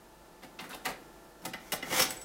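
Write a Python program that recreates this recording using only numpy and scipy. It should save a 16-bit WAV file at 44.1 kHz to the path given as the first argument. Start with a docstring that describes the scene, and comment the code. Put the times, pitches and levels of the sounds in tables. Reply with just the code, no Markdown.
"""In a small room, a tape deck's eject key unlatches the door, which glides open and hits its stop.
Fingers knock the cassette about in its holder, then drag it out with a scrape, a rattle and a thin squeak.
Knocks are short noise bursts plus the dying tones of the case, the latch and the cassette shell.
Sliding is a stream of tiny random clicks, and squeaks are pairs of wavering tones.
Desk and walls throw it all back as fading echoes, over soft airy noise and a low hum."""
import sys
import numpy as np
from scipy import signal
from scipy.fft import rfft, irfft
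from scipy.io import wavfile
from scipy.ndimage import uniform_filter1d

SR = 44100
rng = np.random.default_rng(int(sys.argv[2]) if len(sys.argv) > 2 else 0)


def store_pcm(level_fs):
    """Save levels as 16-bit WAV."""
    pcm = np.round(np.clip(level_fs, -1, 1) * 32767).astype(np.int16)
    wavfile.write(sys.argv[1], SR, np.atleast_2d(pcm).T)


N = 99048  # length in samples


def amp(db):
    """Turns decibels into a gain."""
    return 10 ** (np.asarray(db) / 20)


def unit(x):
    """Scales a sound to rms 1."""
    return x / np.sqrt(np.mean(x ** 2) + 1e-20)


def read(points, hz):
    """Reads a table between its points, along a log-frequency axis."""
    point_hz, value = np.transpose(points)
    return np.interp(np.log(hz + 1), np.log(point_hz + 1), value)


def add(mix, s, sound):
    """Mixes a sound in at time s, in seconds."""
    part = mix[round(s * SR):][:len(sound)]
    part += sound[:len(part)]


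def colour(x, points):
    """Filters x by a table of frequency and dB, then scales it to rms 1."""
    gain = amp(read(points, np.fft.rfftfreq(len(x), 1 / SR)))
    return unit(irfft(rfft(x) * gain, len(x)))


def drift(size, hz):
    """Slow random motion up to about the given rate; rms 1 over the whole scene, then cut to size."""
    lowpass = np.exp(-(np.fft.rfftfreq(N, 1 / SR) / hz) ** 2)
    slow = irfft(rfft(rng.standard_normal(N)) * lowpass, N)
    return unit(slow)[:size]


# Steady tones of the hum. Each row: frequency in Hz, rms level in dB before the slow level changes.
HUM_TONES = [(48.4, -69), (301.5, -70), (328.4, -69), (355.3, -66.5), (479, -71.5), (667.5, -69.5),
             (872.1, -68), (1174, -100.5), (1369, -72), (1744, -73.5)]
# How the hum swells and sinks. Each row: time in seconds, change in dB.
HUM_LEVEL = [(0, -2), (.45, 0), (1.05, 4), (1.35, 0.5), (2.25, 3)]
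# Tone colour of the room air. Each row: frequency in Hz, relative strength in dB.
AIR_COLOUR = [(12, -56), (20, 0.5), (49, 1), (70, -10), (168, 0), (234, -0.5), (357, -8), (388, 1),
              (472, -5), (527, -2), (849, -3), (1660, -11.5), (1810, -10.5), (1960, -15), (16000, -22.5)]
# How the air swells and sinks. Each row: time in seconds, change in dB.
AIR_LEVEL = [(0, 0), (.4, 0), (.95, 2.5), (1.4, 0.2), (2.25, 2.2)]
AIR_DB = -57  # before the slow level changes
HUM_WAVER_HZ = 3.11  # rms wander of each tone's frequency


def background():
    """Room air is filtered noise; the hum is a set of sines whose pitches wander separately."""
    t = np.arange(N) / SR
    hum = np.zeros(N)
    for hz, db in HUM_TONES:
        wander = np.cumsum(HUM_WAVER_HZ * drift(N, 13.6)) / SR
        cycles = hz * t + wander + rng.random()
        hum += amp(db) * unit(np.sin(2 * np.pi * cycles))
    hum *= amp(np.interp(t, *np.transpose(HUM_LEVEL)))
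    air_gain = amp(AIR_DB + np.interp(t, *np.transpose(AIR_LEVEL)))
    return hum + air_gain * colour(rng.standard_normal(N), AIR_COLOUR)


def ring(modes, tilt_db=0):
    """A struck body's modes swell over a few cycles and die; tilt, in dB per octave, favours high ones."""
    t = np.arange(SR // 2) / SR
    centre = np.median([mode[0] for mode in modes])
    tones = np.zeros(len(t))
    for hz, db, t60 in modes:
        fade = amp(db + tilt_db * np.log2(hz / centre) - 60 * t / t60)
        swell = 1 - np.exp(-t * hz / 2)
        tones += fade * swell * np.sin(2 * np.pi * (hz * t + rng.random()))
    # scale by the modes' summed power before tilt
    return tones / np.sqrt(np.sum(amp([mode[1] for mode in modes]) ** 2) / 2)


# The four lists below shape a blow's five bands: thud, knock, clack, click and tick, bass first.
# Borders between the bands, in Hz; the first value is the bottom of the thud.
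BAND_EDGES_HZ = [100, 350, 1100, 2400, 5200]
# Time each band takes to rise, in seconds.
RISE_S = [0.013, 0.0069, .001, 0.00025, 0.00022]
# Time each band takes to fade by 60 dB, in seconds.
BLOW_T60_S = [0.18, 0.042, 0.094, 0.05, 0.041]
SCATTER_DB = 2  # rms unevenness of the rattle


def blow(bands_db, rattle_s):
    """A hard plastic contact: uneven noise that rises, holds for the rattle and dies band by band."""
    t = np.arange(SR // 2) / SR
    chatter = rng.standard_normal(len(t)) * amp(SCATTER_DB * drift(len(t), 470))
    spectrum, hz = rfft(chatter), np.fft.rfftfreq(len(t), 1 / SR)
    # highpass at each border; neighbours subtracted leave one band
    above = [1 / (1 + (edge / (hz + 1)) ** 8) for edge in BAND_EDGES_HZ] + [0]
    out = np.zeros(len(t))
    for k, (db, rise, t60) in enumerate(zip(bands_db, RISE_S, BLOW_T60_S)):
        fade = amp(-60 * np.maximum(t - rise - rattle_s, 0) / t60)
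        shape = np.minimum(t / rise, 1) * fade
        band = shape * irfft(spectrum * (above[k] - above[k + 1]), len(t))
        out += amp(db) * band * np.linalg.norm(shape) / np.linalg.norm(band)
    return out


SLIPS_PER_S = 6000  # on average
SLIP_SPREAD_DB = 0.5  # scales the random spread of slip sizes
RUB_T60_SHARE = 0.6  # sliding contact damps the modes


def rub(level, tint, bodies):
    """Stick-slip friction: dense tiny slips that also ring the bodies they touch."""
    size = amp(SLIP_SPREAD_DB * np.minimum(rng.exponential(1, N), 3.5))
    happens = rng.choice([-1., 1.], N) * (rng.random(N) < SLIPS_PER_S / SR)
    slips = size * happens
    t = np.arange(N) / SR
    force = amp(np.interp(t, *np.transpose(level), left=-120, right=-120))
    out = force * colour(slips, tint)
    for modes, db in bodies:
        damped = [(hz, mode_db, t60 * RUB_T60_SHARE) for hz, mode_db, t60 in modes]
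        body = ring(damped)
        body /= np.linalg.norm(body)
        out = out + amp(db) * signal.fftconvolve(force * unit(slips), body)[:N]
    return out


# Blows of key, latch and door. Each row: start in seconds, then thud, knock, clack, click, tick,
# case ring and latch ring, all in dB, then rattle length in seconds.
DOOR_BLOWS = [ (0.422, -78, -54.5, -58, -60, -67, -66, -69, 0.016),
              (0.432, -53.5, -72, -55, -59.5, -56.5, -55, -68, 0.015),
              (.589, -59, -51.5, -50.5, -48, -59, -54, -38.5, 0.015),
              (0.606, -52.5, -69, -54, -69, -51, -48, -48, 0.0097),
              (0.64, -57, -53, -50, -75, -55, -53, -70, 0.0091),
              (0.693, -67, -59, -67, -73, -48, -60, -72, 0.0031),
              (0.73, -58, -47, -63, -51.5, -59, -73, -44, 0.021),
              (.745, -65, -57, -61, -62, -43, -62, -51.5, .002),
              (0.8539, -55, -40, -36, -40.5, -36.5, -43, -44, 0.0077),
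              (0.862, -51, -51, -47, -44, -61, -35.5, -46, 0.0086),
              (0.881, -62, -42.5, -45, -50.5, -46.5, -50, -70, 0.016),
              (.900, -56, -45.5, -49, -59, -50, -59, -62, 0.0083)]
# Door gliding on its damper. Each row: time in seconds, level in dB.
GLIDE = [(.6, -65), (.625, -53), (.66, -53), (.69, -59.5), (.712, -42), (.75, -57), (.775, -57), (.84, -70),
         (.852, -38.5), (.87, -75)]
# Tone colour of the glide. Each row: frequency in Hz, relative strength in dB.
GLIDE_COLOUR = [(80, -29), (250, 5), (500, -0.5), (1400, 8.5), (2200, 0.5), (3300, -4), (4000, -2),
                (5200, -9), (9000, -9.5), (16000, -14)]
# Ringing tones of the deck's case, the latch and the cassette shell; case and shell serve cassette() too.
# Each row: frequency in Hz, relative level in dB, seconds to fade by 60 dB when struck.
CASE = [(130, -11, 0.37), (199.1, 1, 0.28), (257.8, 5, 0.33), (330.6, -4, 0.15), (496, 1.5, 0.16),
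        (520.5, 1, 0.39), (760, 7.5, 0.3), (881, 4.5, 0.19), (953.5, -4, 0.18), (1277, -9, 0.45)]
LATCH = [(2080, -2, 0.17), (2830, -1, 0.21), (2670, 11, 0.055), (3050, -9, 0.096), (3100, -4, 0.11),
         (3760, -1, 0.13), (3600, -1, 0.17), (4190, -1, 0.21), (4170, -21, 0.075)]
SHELL = [(1340, -6, 0.25), (1473, -11, 0.32), (1819, -4.5, 0.34), (1887, -2, 0.28), (1986, -4, 0.24),
         (2031, 7.5, 0.14), (2067, 0.5, .16), (2853, 3.5, 0.077), (2907, 3.5, 0.094), (3325, -7, 0.17),
         (3600, -21, 0.099), (4790, -20, 0.23), (5450, -2, 0.11), (6270, -11.5, 0.1)]
SHELL_IN_DOOR_DB = -4  # the cassette rings inside the door, relative to each clack


def door():
    """The key trips the latch; the door glides open and bounces on its stop. Gives contact noise and ringing."""
    contact = rub(GLIDE, GLIDE_COLOUR, [])
    rings = np.zeros(N)
    for s, *bands_db, case_db, latch_db, rattle_s in DOOR_BLOWS:
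        add(contact, s, blow(bands_db, rattle_s))
        case_ring = amp(case_db) * ring(CASE)
        latch_ring = amp(latch_db) * ring(LATCH)
        shell_ring = amp(bands_db[2] + SHELL_IN_DOOR_DB) * ring(SHELL)
        add(rings, s, case_ring + latch_ring + shell_ring)
    return np.array([contact, rings])


# Fading of the room. Each row: frequency in Hz, seconds to fade by 60 dB.
ROOM_FADE = [(150, 0.94), (400, 0.76), (1040, 0.24), (2760, 0.35), (7280, 0.2), (15000, 0.1)]
ROOM_EVEN_HZ = 70  # sets how finely the room's colour is evened out


def room(x):
    """A small, evenly coloured room: sparse reflections, each pitch region dying at its own speed."""
    size = SR // 2
    # silent for the first 6.4 ms, full strength from twice that
    onset = np.clip(np.arange(size) / SR / 0.0064 - 1, 0, 1)
    taps = rng.standard_normal(size) * (rng.random(size) < 5000 / SR) * onset
    hz, t, z = signal.stft(taps, SR, nperseg=256)
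    fade = amp(-60 * t / read(ROOM_FADE, hz)[:, None])
    tail = signal.istft(z * fade, SR, nperseg=256)[1]
    spectrum = rfft(tail, SR)
    even = spectrum / np.sqrt(uniform_filter1d(abs(spectrum) ** 2, size=2 * ROOM_EVEN_HZ))
    return signal.fftconvolve(x, irfft(even, SR)[:size])[:N]


# Cassette against its holder. Each row: start in seconds, then thud, knock, clack, click, tick,
# case ring and shell ring, all in dB, then shell tilt in dB per octave and rattle length in seconds.
CASSETTE_BLOWS = [ (1.419, -53.5, -56.5, -64, -70, -60, -70, -68, 15, 0.045),
                  (1.451, -44, -44.5, -48, -44, -37, -39, -42.5, -6, 0.0085),
                  (1.534, -51.5, -46.5, -45.5, -45.5, -50.5, -48.5, -38.5, -8, 0.0081),
                  (1.7205, -46.5, -38.5, -44, -39.5, -32, -43.5, -31.5, 4.5, 0.013),
                  (1.73, -54.5, -37, -45.5, -44.5, -37.5, -62, -53, 14, 0.0075),
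                  (1.8259, -49.5, -47, -46, -48.5, -52, -45, -35.5, -1, 0.0045),
                  (1.866, -48, -47, -52, -68, -62, -70, -54, -8, 0.0035),
                  (1.903, -43.5, -43.5, -50, -54, -49, -52, -41, -5, 0.011),
                  (1.924, -41.5, -36, -57, -44, -39, -36, -31.5, -2, 0.002),
                  (1.995, -47, -36, -34, -35, -28.5, -36.5, -34, 8, 0.0098),
                  (2.001, -48.5, -46, -43, -37, -25, -41, -41, 21, 0.001),
                  (2.02, -43.5, -46, -51, -30, -26, -48, -40.5, 20.5, 0.0058),
                  (2.106, -62, -72, -43, -44.5, -32, -58, -63, 7, 0.0012),
                  (2.214, -76, -62, -57, -59, -47, -75, -66, 23.5, 0.0015)]
# Cassette sliding out. Each row: time in seconds, level in dB.
SCRAPE = [(1.6, -61), (1.68, -55.5), (1.8, -62), (1.86, -50), (1.9, -42.5), (1.93, -34), (1.965, -29.5),
          (2.0, -26.5), (2.038, -33.5), (2.056, -49), (2.11, -46.5), (2.16, -51), (2.25, -65)]
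# Tone colour of the scrape. Each row: frequency in Hz, relative strength in dB.
SCRAPE_COLOUR = [(60, -10), (130, -6), (250, -7), (650, 0), (900, 1.5), (1500, 2.5), (1900, -6),
                 (2170, 9.5), (2500, -6), (3350, -0.5), (4200, -7.5), (5800, -0.5), (6900, -4),
                 (8500, -6.5), (16000, -8)]
SCRAPE_CASE_DB, SCRAPE_SHELL_DB = -14, -13.5  # ringing stirred by the scrape


def cassette():
    """The shell knocks in the holder and scrapes out along its guides. Gives contact noise and ringing."""
    bodies = [(CASE, SCRAPE_CASE_DB), (SHELL, SCRAPE_SHELL_DB)]
    contact = rub(SCRAPE, SCRAPE_COLOUR, bodies)
    rings = np.zeros(N)
    for s, *bands_db, case_db, shell_db, tilt_db, rattle_s in CASSETTE_BLOWS:
        add(contact, s, blow(bands_db, rattle_s))
        case_ring = amp(case_db) * ring(CASE)
        shell_ring = amp(shell_db) * ring(SHELL, tilt_db)
        add(rings, s, case_ring + shell_ring)
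    return np.array([contact, rings])


# Squeaks of the shell. Each row: start in seconds, length in seconds, level in dB before the swell and fade.
SQUEAKS = [(2.089, 0.032, -44.5), (2.132, 0.009, -56), (2.165, 0.016, -46), (2.177, .026, -72),
           (2.205, 0.031, -49.5)]
SQUEAK_HZ, SQUEAK_UPPER_HZ = 7930, 9300
SQUEAK_UPPER_DB = -10  # upper tone relative to the lower
SQUEAK_WAVER = 0.0045  # pitch waver, as a share of the frequency


def squeaks():
    """Plastic sings in short spurts on two high tones that waver together."""
    out = np.zeros(N)
    for s, length, db in SQUEAKS:
        t = np.arange(0, length, 1 / SR)
        turn = 2 * np.pi * np.cumsum(1 + SQUEAK_WAVER * drift(len(t), 250)) / SR
        tone = np.sin(SQUEAK_HZ * turn) + amp(SQUEAK_UPPER_DB) * np.sin(SQUEAK_UPPER_HZ * turn)
        swell = np.sqrt(abs(np.sin(np.pi * t / length)))
        add(out, s, amp(db) * swell * unit(tone))
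    return out


ROOM_DB, RING_ROOM_DB = -6.5, -20  # how much contact noise and ringing enter the room


def scene():
    """Deck and cassette, their echoes in the room, and the background."""
    contact, rings = door() + cassette()
    contact = contact + squeaks()
    echoes = room(amp(ROOM_DB) * contact + amp(RING_ROOM_DB) * rings)
    return (contact + rings + echoes + background())[None]


MIC_TOP_HZ, EDGE_HZ = 16200, 15900  # gentle treble roll-off, steep upper limit


def record(dry):
    """The microphone's soft top end, then a steep band limit."""
    soft = signal.lfilter(*signal.butter(2, MIC_TOP_HZ, fs=SR), dry)
    limit = signal.firwin(511, EDGE_HZ, window=("kaiser", 9), fs=SR)
    return signal.oaconvolve(soft, limit[None], "same")


dry = scene()
out = record(dry)
store_pcm(out)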